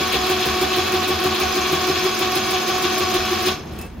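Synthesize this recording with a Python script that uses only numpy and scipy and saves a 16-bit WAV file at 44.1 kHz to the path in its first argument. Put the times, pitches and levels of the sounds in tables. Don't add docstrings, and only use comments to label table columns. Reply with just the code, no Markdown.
import sys
import numpy as np
from scipy import signal
from scipy.fft import rfft, irfft, next_fast_len
from scipy.io import wavfile
from scipy.ndimage import map_coordinates

SR = 44100
rng = np.random.default_rng(int(sys.argv[2]) if len(sys.argv) > 2 else 0)


def pcm_store(signal):
    levels = np.round(np.clip(np.atleast_2d(signal), -1, 1) * 32767)
    wavfile.write(sys.argv[1], SR, levels.astype(np.int16).T)


N = 176400


def amp(db):
    return 10 ** (np.asarray(db) / 20)


def unit(x):
    return x / np.sqrt(np.mean(x ** 2) + 1e-20)


def clock():
    return np.arange(N) / SR


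def noise():
    return rng.standard_normal((2, N))


def along(points, hz):
    freqs, values = np.transpose(points)
    return np.interp(np.log(hz + 1), np.log(freqs + 1), values)


def level(points):
    return amp(np.interp(clock(), *np.transpose(points)))


def wobble(rate):
    return map_coordinates(rng.standard_normal(2000), [clock() * rate], mode="wrap")


def swell(s, width):
    return np.exp(-.5 * np.minimum(((clock() - s) / width) ** 2, 100))


def strike(s, decay, attack=0.00052):
    age = np.maximum(clock() - s, 0)
    return (1 - np.exp(-age / attack)) * np.exp(-np.minimum(age / decay, 50))


def filtered(x, response):
    size = next_fast_len(N + SR // 2)
    return irfft(rfft(x, size) * response(np.fft.rfftfreq(size, 1 / SR)), size)[..., :N]


def resonate(x, modes):
    return filtered(x, lambda f: sum(amp(db) * 1j * f * width / (hz * hz - f * f + 1j * f * width)
                                     for hz, width, db in modes))


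def colour(x, spectrum):
    return filtered(x, lambda hz: amp(along(spectrum, hz)))


# (frequency [Hz], likeness [correlation, clipped to +-1])
STEREO_LIKENESS = [(100, 0.95), (350, 0.93), (600, 0.14), (1100, 0.7), (2500, 0.76), (5000, 0.3),
                   (7000, 0.38), (8600, -1.45), (10000, -0.65), (11500, 0.2), (13000, 0.98)]

def spread(pair):
    def mid_side_gains(hz):
        angle = np.arccos(np.clip(along(STEREO_LIKENESS, hz), -1, 1)) / 2
        return np.array([np.cos(angle), np.sin(angle)])
    mid, side = filtered(pair, mid_side_gains)
    return unit(np.array([mid + side, mid - side]))


# (frequency [Hz], time to fall 60 dB [s])
ROOM_DECAY = [(200, 1), (2000, 0.35), (6000, 0.49), (14000, 0.067)]

def room(x):
    hz, t, spectra = signal.stft(rng.standard_normal((2, SR // 2)), SR, nperseg=256)
    tail = signal.istft(spectra * amp(-60 * t / along(ROOM_DECAY, hz)[:, None]), SR, nperseg=256)[1]
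    return signal.fftconvolve(x, tail / np.linalg.norm(tail[0]), axes=1)[:, :N]


TOOTH_HZ, PULLEY_HZ, WARBLE_HZ = 369.1, 224.9, 18.8
LAG_WIDTH_S, RELAPSE_S, CATCH_UP_S, CATCH_UP_DB = 0.0081, 0.0471, 0.012, 4.5

def lag():
    return sum(swell(s, LAG_WIDTH_S) + 0.29 * swell(s + RELAPSE_S, LAG_WIDTH_S) for s, *_ in TURNS)


# (time [s], level [dB])
DRIVE_LEVEL = [(0, -2), (3.49, -3), (3.52, -3.5), (3.56, -13), (3.63, -24.5), (3.8, -23), (4, -39)]
# (multiple of the tooth rate, level [dB], left minus right [dB], phase waver [rad])
TOOTH_HARMONICS = [(1, -28, 2, .1), (2, -31.5, -9, .08), (3, -31.5, 6, .9), (4, -38.5, 4, .6),
                   (7, -45, 3, .9), (8, -46, 3, .9), (9, -37.5, 5, .55)]

def whine(flutter_db=1.52):
    t = clock()
    tooth_phase = 2 * np.pi * TOOTH_HZ * t - lag()
    surge = sum(swell(s + CATCH_UP_S, LAG_WIDTH_S) - swell(s - LAG_WIDTH_S, LAG_WIDTH_S)
                for s, *_ in TURNS)
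    tones = amp(-37 + flutter_db * wobble(24)) * np.sin(2 * np.pi * PULLEY_HZ * t)
    for k, db, pan_db, waver_rad in TOOTH_HARMONICS:
        waver = 0.57 * wobble(30) + np.sin(2 * np.pi * WARBLE_HZ * t + wobble(4.99))
        phase = k * tooth_phase + waver_rad * waver + (k - 1) * rng.uniform(0, 2 * np.pi)
        gain = amp(db + (k > 1) * CATCH_UP_DB * surge + flutter_db * wobble(13))
        tones = tones + amp([[pan_db / 2], [-pan_db / 2]]) * gain * np.cos(phase)
    return np.sqrt(2) * tones * level(DRIVE_LEVEL)


# (frequency [Hz], width [Hz], relative level [dB])
HOUSING_MODES = [(347, 29.5, -1.5), (753, 28, -12.5), (1128.6, 27.5, -5.5), (1484, 20, -16),
                 (659, 25, -12.5), (302, 17, -13.5)]
# (frequency [Hz], relative level [dB])
BODY_SPECTRUM = [(15, -60), (25, -34), (75, 5), (167, -24), (221, 7), (285, -20), (367, 9.5), (466, 1),
                 (600, -35), (780, -32), (1320, -120)]

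def whirr(repeat_share=0.33):
    times = [s for s, *_ in TURNS]
    starts = np.zeros((1, N))
    starts[0, [int(s * SR) for s in times]] = 1
    one_turn = noise()[:, :int(np.mean(np.diff(times)) * SR)]
    repeating = unit(signal.fftconvolve(starts, one_turn, axes=1)[:, :N])
    shake = np.sqrt(repeat_share) * repeating + np.sqrt(1 - repeat_share) * noise()
    housing = amp(-31) * spread(resonate(shake * level(DRIVE_LEVEL), HOUSING_MODES))
    body = amp(-35.5) * spread(colour(noise(), BODY_SPECTRUM)) * level(DRIVE_LEVEL)
    return housing + body


# (frequency [Hz], width [Hz], relative level [dB])
SHUTTLE_MODES = [(5163, 19, 1.5), (5430, 40, -9), (5890, 80, -7.5), (6350, 55, -2.5)]
# (time [s], level [dB])
WHISTLE_LEVEL = [(0, -37), (1.25, -38), (1.5, -34.5), (2.5, -33), (3.4, -34)]

def whistle(force, sway_rad=0.35):
    ringing = spread(resonate(force, SHUTTLE_MODES))
    swayed_time = clock() + (sway_rad * wobble(26) - lag()) / (2 * np.pi * TOOTH_HZ)
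    return level(WHISTLE_LEVEL) * np.array([map_coordinates(side, [swayed_time * SR]) for side in ringing])


# (rate [cycles per tooth], depth [dB])
GEAR_UNEVENNESS = [(.3, 2.6), (.4, 1.3), (.1, .8)]

def tooth_force(click_s=0.00032, grind=0.46, load_db=2):
    teeth = TOOTH_HZ * clock()
    uneven_db = sum(db * np.cos(2 * np.pi * rate * np.floor(teeth)) for rate, db in GEAR_UNEVENNESS)
    clicks = amp(uneven_db) * np.exp(-(teeth % 1) / TOOTH_HZ / click_s)
    load = sum(swell(s, width=0.015) for s, *_ in TURNS)
    force = np.hypot(clicks, grind) * noise() * amp(load_db * load + 0.6 * wobble(40))
    force *= level(DRIVE_LEVEL)
    return force + amp(-13.5) * room(force)


# (frequency [Hz], relative level [dB])
FRAME_SPECTRUM = [(260,-23), (450,-14), (596,-14), (745,-2.5), (826,-14), (916,-13.5), (1110,-5),
                  (1330,-11.5), (1470,-11.5), (1830,-12.5), (2010,-18), (2290,-10.5), (3090,-13),
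                  (3270,-13), (4100,-10), (4810,-14.5), (5260,-13), (5580,-23.5), (6370,-19.5), (7500,-25),
                  (8500,-24), (10200,-25.5), (12800,-29), (14000,-26), (15500,-37)]
# (frequency [Hz], width [Hz], relative level [dB])
FRAME_MODES = [(1866, 55, 0.5), (2304, 140, 2.5), (2597, 73, 3.5), (2960, 66, -8), (3290, 140, 0)]

def rattle(force):
    clatter = amp(-25) * spread(colour(force, FRAME_SPECTRUM))
    return clatter + amp(-37.5) * spread(resonate(force, FRAME_MODES))


# (frequency [Hz], relative level [dB])
ROOM_TONE_SPECTRUM = [(59, -28), (100, -4), (227, -4), (252, -8.5), (345, -6.5), (513, -11.5), (2690, -26),
                      (9460, -55), (10100, -38), (15000, -52)]
RUMBLE_SPECTRUM = [(20, -29), (31, 0), (40, 2.5), (80, 9), (130, -12), (210, 3), (350, -12), (700, -44)]
# (time [s], level [dB])
ROOM_TONE_LEVEL = [(0, -39), (3.62, -35.5), (3.85, -34.5), (3.9, -41.5), (4, -39.5)]
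RUMBLE_LEVEL = [(0, -46), (3.05, -67), (3.16, -32), (3.28, -46), (3.68, -40.5), (3.74, -35), (3.82, -33.5),
                (3.91, -40), (3.97, -31.5)]

def workshop():
    room_tone = level(ROOM_TONE_LEVEL) * spread(colour(noise(), ROOM_TONE_SPECTRUM))
    return room_tone + level(RUMBLE_LEVEL) * spread(colour(noise(), RUMBLE_SPECTRUM))


# (time [s], groan [dB], thump [dB], relative knock level [dB])
TURNS = [(0.013, -26, -36, -34), (0.153, -37, -33, -29), (0.307, -17.5, -36.5, -34),
         (0.473, -24, -32.5, -29.5), (0.627, -19.5, -34, -30.0), (0.785, -17, -34.5, -31.5),
         (0.945, -16, -35, -34), (1.108, -19, -33.5, -31.5), (1.259, -19.5, -33.0, -28.5),
         (1.425, -22, -32, -31.5), (1.58, -23, -35.5, -36), (1.731, -16, -35, -30),
         (1.902, -17.5, -35, -29.5), (2.059, -16, -42.0, -45), (2.22, -20.5, -40, -34),
         (2.372, -20, -38.5, -29.5), (2.529, -24.5, -39, -43.0), (2.692, -22, -42, -36.0),
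         (2.852, -17, -38.5, -36), (3.016, -25.5, -37.5, -34), (3.161, -19, -34.5, -38),
         (3.326, -19, -36, -44), (3.478, -18, -36, -35)]
# (frequency [Hz], relative level [dB], time to fall 60 dB [s])
KNOCK_MODES = [(148.4, -3, 0.16), (290, -1.5, 0.14), (324, -2, .08), (433, 4.5, 0.058), (525, 1, .05)]
# (frequency [Hz], relative level [dB])
THUD_SPECTRUM = [(60, -23), (140, -12), (400, 16), (600, -11), (900, -13), (1400, -7), (2500, -27)]
GROAN_SAG_HZ, THUMP_HZ, THUMP_DELAY_S = 4.5, 82.9, 0.043
KNOCK_LEAD_S, KNOCK_RISE_S = 0.01408, 0.0058

def pulls():
    t, tones, thuds = clock(), np.zeros(N), np.zeros(N)
    age = np.arange(SR // 5) / SR
    for s, groan_db, thump_db, knock_db in TURNS:
        sag_hz = rng.normal(GROAN_SAG_HZ, 5)
        groan = np.cos(2 * np.pi * (TOOTH_HZ * t - sag_hz * (t - s)))
        tones += amp(groan_db) * swell(s, width=0.01) * groan
        thump = np.sqrt(2) * np.cos(2 * np.pi * THUMP_HZ * rng.normal(1, 0.083) * (t - s))
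        tones += amp(thump_db) * swell(s + THUMP_DELAY_S, width=0.036) * thump
        knock = np.zeros(len(age))
        for hz, db, t60 in KNOCK_MODES:
            scatter = rng.standard_normal()
            mode = np.sin(2 * np.pi * hz * (1 + 0.037 * scatter) * age)
            knock += amp(db + 2 * scatter - 60 * age / t60) * mode
        start = max(0, int((s - KNOCK_LEAD_S) * SR))
        tones[start:start + len(age)] += amp(knock_db + 8) * knock * (1 - np.exp(-age / KNOCK_RISE_S))
        thuds += amp(knock_db - 2) * swell(s, width=0.0077)
    return tones + thuds * spread(colour(noise(), THUD_SPECTRUM))


# (time [s], relative level [dB])
WIRE_SNAPS = [(0.0054, -47), (0.124, -24), (0.2953, -24.5), (0.454, -24.5), (0.612, -27), (0.76, -27),
              (0.92, -27), (1.077, -26.5), (1.2374, -26), (1.3975, -25), (1.552, -28), (1.721, -25.5),
              (1.869, -27.5), (2.0428, -29), (2.189, -25), (2.351, -23), (2.506, -25), (2.6766, -29),
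              (2.8214, -25), (2.9807, -24.5), (3.1412, -25.5), (3.309, -30), (3.46, -22.5)]
# (frequency [Hz], relative level [dB])
WIRE_SPECTRUM = [(7000, -20), (8400, 12), (9300, -1), (10450, 6), (11300, -22), (12450, 10), (12900, -8),
                 (14500, -12), (15000, 1), (15230, 8.5), (15500, 1), (15900, -4.5)]
SNAP_DECAY_S, SLIP_LEAD_S, REBOUND_S = 0.013, 0.044, 0.0138

def snaps():
    bursts = np.zeros(N)
    for s, db in WIRE_SNAPS:
        slip = amp(-5.5) * strike(s - SLIP_LEAD_S * rng.lognormal(0, 0.17), SNAP_DECAY_S)
        rebound = amp(rng.normal(-9.5, 2)) * strike(s + REBOUND_S * rng.lognormal(0, 0.15), SNAP_DECAY_S)
        bursts += amp(db - 1) * (slip + strike(s, SNAP_DECAY_S) + rebound)
    return bursts * spread(colour(noise(), WIRE_SPECTRUM))


# (frequency [Hz], width [Hz], relative level [dB])
WIRE_MODES = [(6930, 160, -15), (7380, 130, -10.5), (8410, 58, 5.5), (10260, 60, -16), (15210, 70, -11)]

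def wire_ringing():
    rubbing = amp(-44) * level(DRIVE_LEVEL)
    plucks = sum(amp(db) * strike(s, SNAP_DECAY_S) for s, db in WIRE_SNAPS + WIRE_TICKS)
    return amp(-47) * spread(resonate((rubbing + plucks) * noise(), WIRE_MODES))


# (time [s], level [dB])
WHEEL_RUBS = [(.019,-46), (.141,-22), (.334,-30), (.437,-25), (.746,-24), (.944,-37), (1.044,-25.5),
              (1.353,-26.5), (1.656,-26), (1.74,-29), (1.962,-25.5), (2.24,-25), (2.566,-27.5), (2.857,-27),
              (3.159,-25.5), (3.485,-23.5)]
# (frequency [Hz], relative level [dB])
RASP_SPECTRUM = [(1000, -34), (2000, -1), (2600, 5.5), (3500, 6.5), (4300, 4), (5200, -21), (8000, -40)]

def wheel_rasp():
    strokes = sum(amp(db) * swell(s, width=0.016) for s, db in WHEEL_RUBS)
    chop = 1 + .5 * np.cos(2 * np.pi * TOOTH_HZ * clock())
    return strokes * spread(colour(chop * noise(), RASP_SPECTRUM))


# (time [s], relative level [dB])
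WIRE_TICKS = [(3.657, -46), (3.724, -43), (3.735, -42), (3.763, -44), (3.788, -29), (3.813, -29),
              (3.822, -37), (3.853, -43), (3.862, -44)]
# (time [s], damped at [s], level [dB])
GUIDE_RINGS = [(3.788, 3.812, -41), (3.823, 3.864, -40.5)]
GUIDE_HZ, GUIDE_T60_S, DAMPING_S, TICK_RISE_S = 2630, 0.85, 0.005, 0.0015

def guide_ticks():
    t = clock()
    touches = sum(amp(db) * swell(s + TICK_RISE_S, TICK_RISE_S) for s, db in WIRE_TICKS)
    taps = touches * (amp(-5.5) * spread(colour(noise(), WIRE_SPECTRUM)) + amp(-6) * spread(noise()))
    envelope = np.zeros(N)
    for s, damped_at, db in GUIDE_RINGS:
        damping = np.exp(-np.maximum(t - damped_at, 0) / DAMPING_S)
        envelope += amp(db) * strike(s, GUIDE_T60_S / np.log(1000)) * damping
    ringing = envelope * np.sin(2 * np.pi * GUIDE_HZ * t + .3 * wobble(150))
    return taps + amp(-7) * room(taps) + ringing


def scene():
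    housing, force = whirr(), tooth_force()
    drive = whine() + housing + amp(-15) * room(housing) + whistle(force) + rattle(force)
    return drive + workshop() + pulls() + snaps() + wire_ringing() + wheel_rasp() + guide_ticks()


def record(dry, top_hz=15850):
    return filtered(dry, lambda hz: hz < top_hz)


dry = scene()
out = record(dry)
pcm_store(out)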